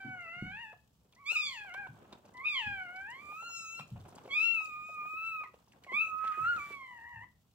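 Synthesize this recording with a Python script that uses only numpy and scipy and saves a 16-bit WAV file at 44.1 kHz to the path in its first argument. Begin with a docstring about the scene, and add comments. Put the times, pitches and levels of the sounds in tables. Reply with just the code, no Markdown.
"""Newborn puppy and its mother

A puppy cries five times on a rug in a small room, each cry a thin tone bending up and down.
Its mother licks it: wet smacks, ticks of saliva, her tongue rasping on fur, one snuffle,
dull bumps as she shifts. The walls smear the quick bends of pitch; the microphones are
about a metre away."""
import sys
import numpy as np
from scipy import signal
from scipy.fft import rfft, irfft, next_fast_len
from scipy.io import wavfile
from scipy.ndimage import uniform_filter1d, map_coordinates

SR = 44100
rng = np.random.default_rng(int(sys.argv[2]) if len(sys.argv) > 2 else 0)


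def wav_record(signal):
    """Record a signal, one row per channel, as 16-bit PCM in the file named by sys.argv[1]."""
    frames = np.transpose(np.atleast_2d(signal))
    bounded = np.clip(frames, -1, 1)
    # unit amplitude maps onto the largest positive 16-bit level
    quanta = np.round(bounded * 32767).astype(np.int16)
    wavfile.write(sys.argv[1], SR, quanta)


N = 332514
TOP_HZ = 15800

# One contour per cry: time_s, pitch_hz, level_db, opening (near 0 shut, near 1 wide), fold_press_db
CRY_CONTOURS = [
    [(0.0, 776.0, -49.0, 0.1, -3.0), (0.155, 737.0, -47.1, 0.41, -14.0), (0.285, 659.0, -45.2, 0.91, -18.0),
     (0.35, 701.0, -45.9, 0.73, -13.0), (0.5, 745.0, -49.1, 0.43, -6.0), (0.615, 959.0, -51.1, 0.77, -9.0),
     (0.66, 875.0, -48.7, 0.49, -11.0), (0.725, 851.0, -54, 0.62, -15.0)],
    [(1.16, 948, -66, 0.1, -4), (1.21, 1160, -58, -0.3, -18), (1.245, 1080, -54, -0.2, -14),
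     (1.265, 1130, -49, 0.9, 6), (1.308, 1300, -41, 1.1, 2), (1.34, 1420, -40, 0.7, 6),
     (1.365, 1290, -39, 0.95, 4), (1.475, 1143.0, -53.7, 1.15, 23.0), (1.52, 1054.0, -48.0, 0.5, 9.0),
     (1.585, 850.0, -50.0, 0.56, 6.0), (1.655, 813.0, -51.7, 0.45, -12.0),
     (1.705, 695.0, -48.2, 0.6, -13.0), (1.8, 827.0, -44.0, 0.51, -25.0),
     (1.865, 754.0, -46.4, 0.23, -22.0)],
    [(2.34, 988.0, -53.3, 0.06, -11.0), (2.395, 1023.0, -41.6, -0.18, -24.0), (2.435, 1130, -47, 0.2, -14),
     (2.47, 1245, -47, 1.4, -8.0), (2.525, 1196.0, -46.7, 1.16, 1.0), (2.575, 1038.0, -42.3, 1.09, -5.0),
     (2.63, 861.0, -43.0, 0.63, -3.0), (2.88, 704.0, -45.1, 0.62, -22.0),
     (3.055, 796.0, -47.9, 0.37, -15.0), (3.105, 947.0, -45.3, 0.54, -19.0),
     (3.215, 1176.0, -55.5, 0.45, -4.0), (3.305, 1199.0, -43.0, 0.01, -3.0),
     (3.45, 1391.0, -45.2, 0.38, -4.0), (3.57, 1358.0, -46.9, 0.67, 17.0),
     (3.66, 1299.0, -48.9, 0.53, 11.0), (3.795, 1366.0, -47.5, 0.69, 5.0),
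     (3.825, 1290.0, -51.7, 0.45, -3.0)],
    [(4.285, 1168.0, -59, 0.1, -0.0), (4.298, 1110, -55, 0.4, -8), (4.31, 1078.0, -47.8, 1.15, -3.0),
     (4.38, 1259.0, -37.9, 1.01, -5.0), (4.45, 1364.0, -43.6, 1.03, 1.0),
     (4.53, 1353.0, -42.6, 0.92, -10.0), (4.59, 1282.0, -40.5, 0.8, -13.0),
     (4.64, 1272.0, -44.0, 0.4, -0.0), (4.76, 1212.0, -43.8, 0.24, -11.0),
     (4.94, 1256.0, -43.2, 0.08, -4.0), (5.01, 1203.0, -39.1, -0.16, -14.0),
     (5.275, 1341.0, -39.8, 0.69, -16.0), (5.425, 1232.0, -38.8, 0.15, -17.0),
     (5.465, 1004.0, -42, -0.45, -29.0)],
    [(5.865, 1126.0, -57, 0.1, -15.0), (5.905, 1000.0, -41.3, 0.17, -27.0), (5.92, 1030, -44, 0.3, -22),
     (5.94, 1130.0, -37, 0.8, -17.0), (6.015, 1317.0, -39.5, 0.88, -15.0),
     (6.13, 1264.0, -39.2, -0.15, -15.0), (6.29, 1301.0, -35.9, -0.5, -19.0),
     (6.33, 1230.0, -36.4, -0.5, -13.0), (6.42, 1279.0, -33.7, -0.23, -18.0),
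     (6.505, 1454.0, -31.8, 0.07, -23.0), (6.56, 1367.0, -37.7, -0.4, -21.0),
     (6.6, 1153.0, -38.8, 0.17, -11.0), (6.705, 1163.0, -46.5, 0.41, -14.0),
     (7.015, 905.0, -52.7, 0.23, -15.0), (7.105, 981.0, -47.9, 0.03, -20.0),
     (7.18, 897.0, -52.8, 0.57, -21.0), (7.245, 996.0, -52.1, 0.19, -20.0)],
]
def puppy():
    """The cries, one after the other."""
    out = np.zeros((2, N))
    for rows in CRY_CONTOURS:
        add(out, rows[0][0], cry(rows))
    return out


# Rasping yelps, a pure held whine, a ragged last whimper: time_s, roughness (0-1)
HOARSENESS = [(0, .12), (.62, .24), (1.25, .2), (1.4, .26), (1.72, .12), (2.5, .3), (2.66, .07), (3.1, .16),
              (3.8, .02), (4.33, .2), (4.5, .02), (5.4, .02), (5.97, .22), (6.2, .04), (6.75, .08),
              (7.18, .7)]
# The voice cracks out of its line: start_s, end_s, pitch_step (share of the pitch), level_step_db
VOICE_CRACKS = [(1.32, 1.356, .015, -7), (1.356, 1.376, -.04, 2), (2.442, 2.46, .02, 6),
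                (3.818, 3.839, -.06, -3), (5.432, 5.475, -.05, -8), (5.96, 6.025, 0, 2.5),
                (6.545, 6.563, .02, 0)]
def cry(rows, jitter=.045, flutter=.004, shimmer=.5, attack_s=.0059, release_s=.0046):
    """Vocal folds sound a harmonic stack; hoarseness shakes their period and strength."""
    times, *columns = np.transpose(rows)
    t = np.arange(times[0], times[-1] + release_s, 1 / SR)
    pitch, level_db, opening, press_db = [uniform_filter1d(np.interp(t, times, c), 400) for c in columns]
    rough = np.interp(t, *np.transpose(HOARSENESS))
    cracks = sum(np.outer(steps, (t > start) & (t < end)) for start, end, *steps in VOICE_CRACKS)
    jump, jump_db = uniform_filter1d(cracks, size=180)
    pitch *= 1 + jump + flutter * wobble(45.22, len(t)) + jitter * rough * wobble(450, len(t))
    phase = 2 * np.pi * np.cumsum(pitch) / SR
    body = mouth_tone(pitch, phase, opening, press_db) * amp(jump_db)
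    edge = throat_rasp(pitch, phase, opening, press_db, rough)
    gate = np.clip((t - t[0]) / attack_s, 0, 1) * np.clip((t[-1] - t) / release_s, 0, 1)
    return amp(level_db) * (body + edge) * gate * (1 + shimmer * rough * wobble(400, len(t)))


# The mouth's colour; opening it lifts a resonance near 2700 Hz: freq_hz, shut_db, wide_db
MOUTH_EQ = [(650, -10, -15), (900, -7.5, -2), (1350, .3, -7.5), (1600, .5, 4), (1950, -2, 3),
            (2450, -7, 10), (2750, -19, 15), (3050, -20, 11), (3500, -33, -1), (3880, -33, -12),
            (4200, -17, -7), (4700, -28, -9), (5000, -36, -19), (5500, -34, -11)]
# Standing waves favour one side or the other as a harmonic glides: freq_hz, left_over_right_db
STANDING_WAVE_PAN = [(700, 3.5), (950, 3), (1120, -2), (1280, -4), (1450, 1.5), (2000, 1), (2280, -6),
                     (2420, -7), (2510, 6), (2750, 7), (3200, 1)]
def mouth_tone(pitch, phase, opening, press_db, press_lift=.42, waver_db=1.3):
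    """Four low harmonics slide through the mouth's colour; pressing lifts them from the third up."""
    freq_hz, *shapes = np.transpose(MOUTH_EQ)
    out = 0
    for k in range(1, 5):
        shut, wide = (along(np.c_[freq_hz, shape], k * pitch) for shape in shapes)
        colour_db = shut + opening * (wide - shut)
        db = colour_db + press_lift * max(k - 2, 0) * press_db + waver_db * wobble(30, len(pitch))
        pan = amp(along(STANDING_WAVE_PAN, k * pitch) * [[.5], [-.5]])
        pan /= np.sqrt(np.mean(pan ** 2, axis=0))
        out += amp(db) * pan * np.sin(k * phase)
    return np.sqrt(2) * out


# The throat's resonances above the fourth harmonic: freq_hz, gain_db
THROAT_EQ = [(3300, -3), (4000, 6), (4700, 3.5), (5400, -3), (5950, -11), (6800, 3.5), (7500, -4.5),
             (8300, -2.5), (9300, -28), (11500, -16), (13000, -12), (15000, -7.5)]
# How much of the folds' pressing a harmonic takes up: freq_hz, share
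PRESS_UPTAKE = [(4500, 1), (7000, .85), (12000, .35)]
def throat_rasp(pitch, phase, opening, press_db, rough, open_db=6, climb_db_per_octave=8,
                slope_db=-.65, flicker_db=3.5, fray_hz=5500):
    """Upper harmonics grow with opening, pitch and pressing; hoarseness frays them and leaks air."""
    k = np.arange(5, 20)[:, None]
    hz, size = k * pitch, len(pitch)
    bright_db = -23 + open_db * opening + climb_db_per_octave * np.log2(pitch / 1000)
    colour_db = along(THROAT_EQ, hz) + along(PRESS_UPTAKE, hz) * press_db + slope_db * (k - k[0])
    flicker = np.array([wobble(14, size) for _ in k])
    gains = amp(colour_db + flicker_db * flicker) * (hz < TOP_HZ)
    air = unit(filtered(rng.standard_normal(size), lambda f: amp(along(THROAT_EQ, f)) * (f > 3000)))
    breath = amp(-2 + .7 * press_db) * rough * air
    fray = rough * (hz / fray_hz) ** 2 * wobble(1500, size)
    stack = np.sum(gains * np.sin(k * phase + fray), axis=0)
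    return amp(bright_db) * (stack + breath)


# The mother's loudest smacks: start_s, level_db, resonance_hz
TONGUE_SMACKS = [(.726, -47, 725), (1.313, -47, 845), (1.643, -47.5, 826), (1.74, -38, 877),
                 (1.867, -41.5, 789), (2.122, -44, 930), (2.25, -51, 610), (2.471, -44.5, 940),
                 (3.314, -48, 738), (3.423, -45.5, 826), (3.495, -48.5, 848), (3.79, -36.5, 927),
                 (3.96, -48, 700), (4.05, -48, 720), (4.177, -43.5, 870), (4.252, -41.5, 414),
                 (4.273, -44.5, 487), (4.604, -44.5, 940), (4.887, -49, 649), (5.052, -44.5, 1060),
                 (5.134, -50, 350), (5.404, -50, 721), (5.434, -36, 1050), (5.535, -46.5, 503),
                 (5.865, -47, 628), (5.917, -39, 420), (6.241, -36.5, 1070), (6.372, -44, 330),
                 (6.702, -46.5, 455)]
def smacks():
    """The tongue parts from wet fur: the mouth cavity pops, with a bright click on top."""
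    out = np.zeros(N)
    for start, db, hz in [*TONGUE_SMACKS, *by_chance(per_s=9, offset_db=13, hz=600, octaves=.7)]:
        pop = burst(hz, width=.3, rise_s=.0089, t60_s=.034)
        pop = filtered(pop, lambda f: 1 / (1 + (f / 1800) ** 4))
        click = burst(2600, width=.17, rise_s=.0022, t60_s=.06)
        add(out, start, amp(db + 1.5) * (pop + amp(-12.5) * click))
    return out


# The loudest ticks of saliva: start_s, level_db, centre_hz
SALIVA_TICKS = [(1.124, -55, 3470), (1.149, -57, 5040), (1.739, -42, 3000), (2.126, -43.5, 3660),
                (2.369, -48.5, 4680), (2.959, -53, 5000), (3.102, -50, 7500), (3.795, -40, 2954),
                (4.18, -49.5, 3300), (4.645, -44.5, 7120), (4.939, -54.5, 8000), (5.72, -53, 2480),
                (5.836, -45, 2880), (6.271, -42, 3080), (6.318, -46, 3290), (6.56, -48, 3940),
                (6.722, -46.5, 3300)]
def ticks():
    """A film of saliva snaps, then once more, lower, a moment later."""
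    out = np.zeros(N)
    for start, db, hz in [*SALIVA_TICKS, *by_chance(per_s=8, offset_db=11, hz=7000, octaves=.45)]:
        add(out, start, amp(db - 1) * burst(hz, width=.22, rise_s=.0035, t60_s=.022))
        again = start + rng.uniform(.004, .015)
        add(out, again, amp(db - 2.5) * burst(hz * .7, width=.2, rise_s=.001, t60_s=.012))
    return out


# Dull bumps as the mother shifts: start_s, level_db, pitch_hz, rise_s
FLOOR_BUMPS = [(.047, -38, 255, .011), (.075, -49, 120, .014), (.365, -47, 170, .003),
               (.424, -29, 180, .002), (.456, -38.5, 108, .008), (1.889, -43.5, 140, .012),
               (2.66, -42, 88, .017), (2.671, -49.5, 243, .009), (3.798, -47, 160, .01),
               (3.916, -36.5, 120, .012), (3.955, -41, 98, .011), (5.927, -49, 224, .008),
               (6.404, -45.5, 100, .022), (7.132, -49, 90, .026)]
def bumps():
    """Soft pushes on the padded floor: a brief low tone as it gives, with a dull shudder."""
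    out, t = np.zeros(N), np.arange(SR // 4) / SR
    for start, db, hz, rise in FLOOR_BUMPS:
        push = t / rise * np.exp(1 - t / rise)
        give = np.sin(2 * np.pi * hz * t) * amp(-60 * t / .13)
        band = lambda f: 1 / (1 + (np.log2((f + 1) / hz) / .93) ** 4) / (1 + (f / 300) ** 8)
        shudder = unit(filtered(rng.standard_normal(len(t)), band))
        add(out, start, amp(db) * push * (1.2 * give + .3 * shudder))
    return out


# Fader moves for the tongue on wet fur: time_s, rub_db, hiss_db
LICK_LEVELS = [(0.0, -72, -90), (0.63, -81, -90), (0.82, -87, -94), (1.17, -83, -94), (1.43, -80, -84),
               (2.06, -69, -89), (2.35, -70, -92), (2.5, -76, -87), (3.19, -72, -85), (3.65, -78, -84),
               (4.16, -65, -86), (4.54, -75, -87), (5.04, -74, -86), (5.46, -80, -89), (5.84, -76, -91),
               (6.61, -69, -83), (7.29, -87, -94), (7.54, -87, -94)]
# The dark rub and the bright hiss of fur: freq_hz, gain_db
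RUB_EQ = [(40, -26), (70, -5.5), (140, -2), (220, -1.5), (320, -4.5), (700, -6), (950, -8), (1400, -12.5),
          (2000, -23), (3200, -24.5), (4600, -37.5), (8000, -44), (12000, -62)]
HISS_EQ = [(1500, -10.5), (3000, 11), (5000, 3.5), (8000, 5.5), (9500, -2.5), (14000, 0), (16000, 1.5)]
def fur(crackles_per_s=25):
    """The tongue drags over fur: grainy rubbing and a wet hiss with tiny crackles."""
    times, *columns = np.transpose(LICK_LEVELS)
    rub_db, hiss_db = [np.interp(np.arange(N) / SR, times, c) for c in columns]
    rub = amp(rub_db + 6 + 2.75 * wobble(25) + 2.77 * wobble(160)) * rush(RUB_EQ)
    snaps = (rng.random(N) < crackles_per_s / SR) * rng.standard_normal(N)
    crackle = unit(in_room(filtered(snaps, lambda hz: amp(along(HISS_EQ, hz))), wet_db=-5))
    hiss = amp(hiss_db + 11.2 + 2.7 * wobble(190)) * (rush(HISS_EQ) + amp(-8) * crackle)
    return rub + hiss


def by_chance(per_s, offset_db, hz, octaves):
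    """Faint random mouth noises that follow the rubbing level: rows of start_s, level_db, centre_hz."""
    gap, strength, tuning = rng.random((80, 3)).T
    starts = np.cumsum(-np.log(gap)) / per_s
    times, rub_db, _ = np.transpose(LICK_LEVELS)
    db = np.interp(starts, times, rub_db) + offset_db + 5 * (2 * strength - 1)
    centre_hz = hz * 2 ** (octaves * (2 * tuning - 1))
    return np.transpose([starts, db, centre_hz])[starts < N / SR]


# Swells of breath and of brushing: start_s, end_s, level_db, slope_db_per_s, attack_s, release_s
SNUFFLE_SWELL = (6.25, 6.72, -52.5, -19, .035, .025)
BRUSH_SWELL = (6.25, 6.72, -75, 23, .06, .03)
# The nasal colour of the breath: freq_hz, gain_db
NOSE_EQ = [(500, -24.5), (1000, -8), (1450, 7.5), (1900, 4.5), (2500, -2.5), (3200, -9.5), (4500, -31.5),
           (9000, -44)]
def muzzle():
    """The mother's one snuffle fades while her muzzle brushes the fur ever harder."""
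    snuffle = swell(*SNUFFLE_SWELL) * amp(3.4 * wobble(35)) * rush(NOSE_EQ)
    return snuffle + swell(*BRUSH_SWELL) * rush(HISS_EQ)


# The small room's decay, longest in the bass: freq_hz, t60_s
ROOM_DECAY = [(100, 0.63), (300, 0.18), (1500, 0.29), (5000, 0.28), (14000, 0.088)]
# How far the right microphone is ahead: freq_hz, lead_deg
RIGHT_LEAD = [(30, 1), (200, 8), (700, 33), (1300, 58), (2500, 80), (4500, 110), (7000, 120), (12000, 90)]
def in_room(x, wet_db):
    """Direct sound, reaching the right microphone first, plus the walls' dying answer."""
    hz, t, spectra = signal.stft(diffuse(SR // 2), SR, nperseg=256)
    tail = signal.istft(spectra * amp(-60 * t / along(ROOM_DECAY, hz)[:, None]), SR, nperseg=256)[1]
    tail = np.pad(tail / np.linalg.norm(tail[0]), ((0, 0), (180, 0)))  # 4 ms pre-delay
    pair, sides = x * np.ones((2, 1)), np.array([[-1], [1]])
    direct = filtered(pair, lambda f: np.exp(.5j * np.radians(along(RIGHT_LEAD, f)) * sides))
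    return direct + amp(wet_db) * signal.fftconvolve(pair, tail, axes=1)[:, :N]


# The quiet bed under it all: freq_hz, gain_db
ROOM_TONE_EQ = [(20, -35.5), (40, -16.5), (65, -3.5), (125, -4.5), (220, -10), (330, -25.5), (1000, -29),
                (3000, -40), (5000, -34.5), (9000, -41), (15500, -33.5)]
def room_tone():
    """A faint, steady rumble with a trace of hiss."""
    return amp(-72) * rush(ROOM_TONE_EQ)


# How alike left and right are in diffuse sound: freq_hz, correlation
STEREO_LIKENESS = [(30, 0.94), (70, 0.93), (250, 0.81), (700, 0.47), (1500, -0.01), (4000, 0.16)]
def diffuse(size):
    """Stereo noise from all sides: alike in the bass, nearly unrelated in the treble."""
    turn = lambda hz: np.arccos(np.clip(along(STEREO_LIKENESS, hz), -1, 1)) / 2
    weights = lambda hz: np.array([np.cos(turn(hz)), np.sin(turn(hz))])
    mid, side = filtered(rng.standard_normal((2, size)), weights)
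    return np.array([mid + side, mid - side])


def rush(eq):
    """Coloured diffuse noise of rms 1."""
    return unit(filtered(diffuse(N), lambda hz: amp(along(eq, hz))))


def burst(hz, width, rise_s, t60_s):
    """A short crackle of noise in one resonance, peak 1; width is a share of hz."""
    t = np.arange(SR // 5) / SR
    grain = rng.standard_normal(len(t)) * amp(5.2 * wobble(515, len(t)))
    push = grain * (1 - np.exp(-t / rise_s)) * amp(-60 * t / t60_s)
    ring = signal.lfilter(*signal.iirpeak(min(hz, SR / 4), 1 / width, SR), push)
    return ring / np.abs(ring).max()


def swell(start, end, db, db_per_s, attack, release):
    """Gain that rises, holds on a slope and dies away."""
    t = np.arange(N) / SR
    outside = np.maximum(start - t, 0) / attack + np.maximum(t - end, 0) / release
    return amp(db + db_per_s * (np.clip(t, start, end) - start)) * np.exp(-outside)


def amp(db):
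    """Decibels to gain."""
    return 10 ** (np.asarray(db) / 20)


def unit(x):
    """Scale to rms 1."""
    return x / np.sqrt(np.mean(x ** 2) + 1e-20)


def along(points, hz):
    """Read freq_hz, value points on a log axis."""
    freqs, values = np.transpose(points)
    return np.interp(np.log(hz + 1), np.log(freqs + 1), values)


def wobble(rate, size=N):
    """A smooth random curve, rate knots a second."""
    knots = rng.standard_normal(int(size * rate / SR) + 4)
    return map_coordinates(knots, [np.arange(size) * rate / SR])


def filtered(x, response):
    """Shape x with a frequency response."""
    size = x.shape[-1]
    padded = next_fast_len(size + 8192)
    return irfft(rfft(x, padded) * response(np.fft.rfftfreq(padded, 1 / SR)), padded)[..., :size]


def add(track, start_s, sound):
    """Mix a sound into a track."""
    i = min(max(0, round(start_s * SR)), N)
    track[..., i:i + sound.shape[-1]] += sound[..., :N - i]


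def scene():
    """Puppy and mother in the room, over its quiet background."""
    voice = amp(-1.1) * in_room(puppy(), wet_db=-10)
    licks = in_room(smacks() + ticks(), wet_db=-11.5)
    return voice + licks + in_room(bumps(), wet_db=-7) + fur() + muzzle() + room_tone()


def record(dry, low_cut_hz=36):
    """The microphones shed the deepest bass; the recorder keeps nothing above its band limit."""
    return filtered(dry, lambda hz: hz ** 2 / np.hypot(hz ** 2, low_cut_hz ** 2) * (hz < TOP_HZ))


dry = scene()
out = record(dry)
wav_record(out)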